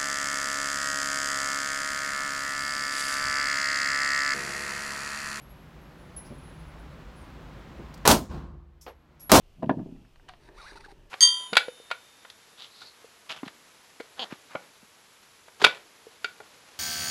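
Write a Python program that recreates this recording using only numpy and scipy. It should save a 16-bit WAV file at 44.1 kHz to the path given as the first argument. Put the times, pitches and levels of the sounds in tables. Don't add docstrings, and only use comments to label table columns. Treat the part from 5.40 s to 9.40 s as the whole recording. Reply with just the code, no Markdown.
import sys
import numpy as np
from scipy import signal
from scipy.fft import rfft, irfft, next_fast_len
from scipy.io import wavfile
from scipy.ndimage import uniform_filter1d, map_coordinates

SR = 44100
rng = np.random.default_rng(int(sys.argv[2]) if len(sys.argv) > 2 else 0)


def log_audio(samples):
    frames = np.atleast_2d(samples).T
    limited = np.clip(frames, -1, 1)
    pcm = np.round(limited * 32767).astype(np.int16)
    wavfile.write(sys.argv[1], SR, pcm)


N = 176400

# lead_start_s, lead_db, blast_start_s, blast_db, hold_s, crack_over_blast_db, body_boost_db
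SHOT_EVENTS = [(2.6526, -18.5, 2.6758, 11, 0.042, 5.5, 0), (3.8952, -18, 3.9168, 2, 0.057, 2, 4.5)]
# freq_hz, level_db
LEAD_SPECTRUM = [(35, -42), (60, -9), (869, 0.5), (2780, -15), (3670, -12.5), (4320, -11.5), (4630, -15.5),
                 (6560, -20.5), (11700, -25.5), (15500, -27)]
CRACK_SPECTRUM = [(100, -10), (800, 0.5), (1700, -4.5), (4000, -3), (15000, -12.5)]
def pistol_shots():
    out = np.zeros(N)
    for lead_s, lead_db, start_s, blast_db, hold_s, crack_db, body_db in SHOT_EVENTS:
        gain = amp(blast_db)
        add(out, lead_s, amp(lead_db) * burst(LEAD_SPECTRUM, .09, attack_s=.00027, hold_s=.013))
        crack = burst(CRACK_SPECTRUM, .009, attack_s=.00049, hold_s=.0022)
        add(out, start_s, gain * amp(crack_db) * crack)
        add(out, start_s, gain * booth_blast(hold_s, body_db))
        add(out, start_s + .034, gain * wall_reflection())
        add(out, start_s + .098, gain * range_scatter())
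        add(out, start_s + .213, gain * far_echo())
    return out


# freq_hz, level_db
BLAST_SPECTRUM = [(30, -12.5), (50, -1.5), (110, -5.5), (300, -1), (430, -8), (620, -4), (1100, -7.5),
                  (1400, -10), (1900, -18), (3600, -16), (5500, -16), (10000, -21), (15500, -25.5)]
# freq_hz, t60_s
BLAST_DECAY = [(60, 0.44), (250, 0.28), (900, 0.19), (2500, 0.18), (12000, 0.18)]
# pitch_hz, level_db
BOOTH_MODES = [(166, -3.5), (210, -3), (273, -1), (324, -4), (526, -7.3), (560, -4), (620, -2.5),
               (665, -3.5), (729, -11), (774, -9.5), (833, -7), (915, 0), (956, -7), (1048, -4)]
# low_hz, high_hz
BODY_BAND = [160, 1210]
def booth_blast(hold_s, body_db):
    blast = burst(BLAST_SPECTRUM, BLAST_DECAY, attack_s=.002, hold_s=hold_s)
    mode_hz, mode_db = np.transpose(BOOTH_MODES)
    weights = amp(mode_db) / np.linalg.norm(amp(mode_db))
    for pitch_hz, weight in zip(mode_hz, weights):
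        blast += amp(-6.5) * weight * ring(pitch_hz, t60_s=.2, attack_s=.002, hold_s=hold_s)
    body = signal.lfilter(*signal.butter(1, BODY_BAND, 'band', fs=SR), blast)
    return blast + (amp(body_db) - 1) * body


def wall_reflection():
    spectrum = [(300, -16.5), (2000, -5.5), (6000, -2), (15000, -11.5)]
    return amp(-4) * burst(spectrum, .06, attack_s=.002, hold_s=.0065)


def range_scatter():
    spectrum = [(100, 5), (1000, -1), (2500, -17), (7000, -12), (15000, -38)]
    return amp(-37) * burst(spectrum, .37, attack_s=.025, hold_s=.07)


# freq_hz, level_db
ECHO_SPECTRUM = [(18, -33), (30, -12), (65, 0), (111, -6.5), (144, -1.5), (592, -19), (709, -20),
                 (1100, -17.5), (2140, -33), (4290, -36.5), (12300, -57), (14000, -58)]
# freq_hz, t60_s
ECHO_DECAY = [(60, 0.98), (200, 0.58), (1000, 0.64), (3000, 0.5), (10000, 0.43)]
# pitch_hz, level_db, t60_s
HALL_MODES = [(50.4, -20.5, 1.02), (71.5, -21, 1.2), (152, -29.5, 0.99), (214, -31, 0.58), (343, -33, 1.0),
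              (1080, -40, 0.65)]
def far_echo():
    echo = amp(-25) * burst(ECHO_SPECTRUM, ECHO_DECAY, attack_s=.013, hold_s=.055)
    for pitch_hz, level_db, t60_s in HALL_MODES:
        echo += amp(level_db - 8.5) * ring(pitch_hz, t60_s, attack_s=.0074, hold_s=.063)
    return echo


# start_s, pitch_hz, ring_db, t60_s, tick_db
CASING_HITS = [(0.014, 11300, -64.5, 0.98, -76), (.41, 11326, -72, 0.59, -92), (.58, 10620, -70.5, 1, -92),
               (.763, 10550, -46, 0.38, -61), (.85, 10660, -66, 0.98, -68), (.98, 10620, -63.5, 0.91, -85),
               (1.13, 10680, -66.5, 0.67, -85), (1.39, 10630, -72.5, 0.79, -90),
               (1.755, 10690, -63.5, 0.37, -82), (1.812, 8930, -67.5, 0.3, -78),
               (1.815, 11700, -77, 0.47, -90), (2.13, 10690, -84, 0.63, -90), (2.36, 10690, -80, .4, -91),
               (2.915, 14540, -49, .33, -72), (3.410, 11326, -51, 0.41, -38), (3.48, 11326, -55, .35, -54),
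               (3.795, 11360, -52, 0.33, -49), (3.804, 11300, -40.5, 0.26, -54),
               (3.822, 11320, -36.5, 0.27, -67)]
# freq_hz, level_db
TICK_SPECTRUM = [(200, -38), (2500, -20), (4500, -12.5), (5400, -0.5), (7000, -8.5), (11000, -13),
                 (15000, -19)]
def casings():
    waver_per_s, waver_db, drift_hz, spread = 31, 3.5, 11, .16
    out, t = np.zeros(N), np.arange(SR) / SR
    for start_s, pitch_hz, ring_db, t60_s, tick_db in CASING_HITS:
        phase = 2 * np.pi * np.cumsum(pitch_hz + drift_hz * wobble(waver_per_s, SR)) / SR
        gain = amp(ring_db + waver_db * wobble(waver_per_s, SR))
        tone = np.sqrt(2) * np.sin(phase) * rise(t, .0027) * decay(t, t60_s)
        add(out, start_s, gain * tone)
        shimmer = [(pitch_hz * (1 - 2 * spread), -24), (pitch_hz, 0), (pitch_hz * (1 + spread), -24)]
        add(out, start_s, amp(ring_db - 14) * burst(shimmer, .24, attack_s=.002, hold_s=.015))
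        add(out, start_s, amp(tick_db) * burst(TICK_SPECTRUM, .17, attack_s=.002, hold_s=.013))
    return out


# freq_hz, level_db
KNOCK_SPECTRUM = [(88, -65), (150, -44), (278, -7.5), (468, 6), (866, -1.5), (4540, -20.5), (9820, -51),
                  (11000, -36), (15000, -31)]
def double_knock():
    start_s, second_s, knock_db = 3.4643, .014, -23
    out = np.zeros(N)
    for hit_s, level_db in [(start_s, knock_db), (start_s + second_s, knock_db - 4.5)]:
        add(out, hit_s, amp(level_db) * burst(KNOCK_SPECTRUM, .034, attack_s=.0003, hold_s=.0043))
    room_decay = [(300, .17), (2000, .18), (12000, .11)]
    add(out, start_s, amp(knock_db - 6) * burst(KNOCK_SPECTRUM, room_decay, attack_s=.003, hold_s=.022))
    return out


# start_s, level_db
TRIGGER_CLICKS = [(2.54, -50), (2.575, -57.5)]
BUMP_HITS = [(.902, -40.5), (2.16, -49), (2.391, -41.5)]
# freq_hz, level_db
CLICK_SPECTRUM = [(500, -17), (3000, -6), (4600, 2), (9000, -6.5), (15000, -13)]
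CLINK_SPECTRUM = [(2000, -30), (4400, -10), (5000, -2), (5700, -12), (9000, -21), (15000, -20)]
BUMP_SPECTRUM = [(40, -8), (120, 2), (240, 1.5), (380, 1), (600, -9), (1500, -42), (8000, -70)]
def handling():
    out = np.zeros(N)
    for start_s, level_db in TRIGGER_CLICKS:
        add(out, start_s, amp(level_db) * burst(CLICK_SPECTRUM, .05, attack_s=.00037, hold_s=.0026))
    add(out, .847, amp(-61.5) * burst(CLINK_SPECTRUM, .18, attack_s=.002, hold_s=.02))
    for start_s, level_db in BUMP_HITS:
        add(out, start_s, amp(level_db) * burst(BUMP_SPECTRUM, .14, attack_s=.002, hold_s=.018))
    return out


# freq_hz, level_db
AIR_SPECTRUM = [(12, -43), (20, -11), (55, 3.5), (107, -11), (152, -1.5), (186, -8.5), (307, -12.5),
                (340, -14), (376, -14.5), (448, -19), (508, -15.5), (686, -19.5), (1050, -19), (1610, -23),
                (3870, -33), (8000, -46), (10400, -73.5), (17600, -120)]
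# time_s, level_db
AIR_ENVELOPE = [(0, -49), (.9, -45.5), (1.6, -45), (2.499, -44), (3.299, -47), (4, -44.5)]
def ventilation():
    level_db = np.interp(np.arange(N) / SR, *np.transpose(AIR_ENVELOPE))
    return amp(level_db) * noise(AIR_SPECTRUM, N)


# freq_hz, level_db
HISS_SPECTRUM = [(3000, -9.5), (8000, -0.5), (12000, 2), (16000, -2)]
def microphone_hiss():
    return amp(-74) * noise(HISS_SPECTRUM, N)


def amp(db):
    return 10 ** (np.asarray(db) / 20)


def rise(t, attack_s):
    return 1 - np.exp(-t / attack_s)


def decay(t, t60_s, hold_s=0):
    return amp(-60 * np.maximum(t - hold_s, 0) / t60_s)


def along(points, hz):
    freq_hz, values = np.transpose(points)
    return np.interp(np.log(hz + 1), np.log(freq_hz + 1), values)


def noise(spectrum, size):
    padded = next_fast_len(size + 8192)
    gain = amp(along(spectrum, np.fft.rfftfreq(padded, 1 / SR)))
    x = irfft(rfft(rng.standard_normal(size), padded) * gain, padded)[:size]
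    return x / np.sqrt(np.mean(x ** 2) + 1e-20)


def add(out, start_s, x):
    i = int(round(start_s * SR))
    out[i:i + len(x)] += x[:max(N - i, 0)]


def burst(spectrum, t60_s, attack_s, hold_s):
    t = np.arange(2 * SR) / SR
    x = noise(spectrum, len(t))
    if np.ndim(t60_s) == 0:
        return x * rise(t, attack_s) * decay(t, t60_s, hold_s)
    hz, frame_s, bins = signal.stft(x, SR, nperseg=256)
    fade = decay(frame_s, along(t60_s, hz)[:, None], hold_s)
    return signal.istft(bins * fade, SR)[1][:len(t)] * rise(t, attack_s)


def ring(pitch_hz, t60_s, attack_s, hold_s):
    t = np.arange(2 * SR) / SR
    tone = np.sqrt(2) * np.sin(2 * np.pi * (pitch_hz * t + rng.random()))
    return tone * rise(t, attack_s) * decay(t, t60_s, hold_s)


def wobble(knots_per_s, size):
    knots = rng.standard_normal(int(size * knots_per_s / SR) + 4)
    return map_coordinates(knots, [np.arange(size) * knots_per_s / SR])


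def scene():
    return (pistol_shots() + casings() + double_knock() + handling() + ventilation()
            + microphone_hiss())[None]


def record(dry):
    low_cut_hz, key_hz, top_hz = 34, 1502, 15850
    threshold_db, recover_db_per_s, ceiling = -16.5, 14, .85
    x = signal.sosfilt(signal.butter(3, low_cut_hz, 'high', fs=SR, output='sos'), dry[0])
    treble = signal.sosfilt(signal.butter(2, key_hz, 'high', fs=SR, output='sos'), x)
    power = np.abs(uniform_filter1d(treble ** 2, size=660, origin=290))
    excess_db = np.maximum(10 * np.log10(power + 1e-12) - threshold_db, 0)
    creep_db = recover_db_per_s * np.arange(N) / SR
    duck_db = np.maximum.accumulate(excess_db + creep_db) - creep_db
    x = x * amp(-uniform_filter1d(duck_db, size=60))
    x = x / (1 + (x / ceiling) ** 6) ** (1 / 6)
    return signal.sosfilt(signal.ellip(10, .1, 70, top_hz, fs=SR, output='sos'), x)[None]


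dry = scene()
out = record(dry)
log_audio(out)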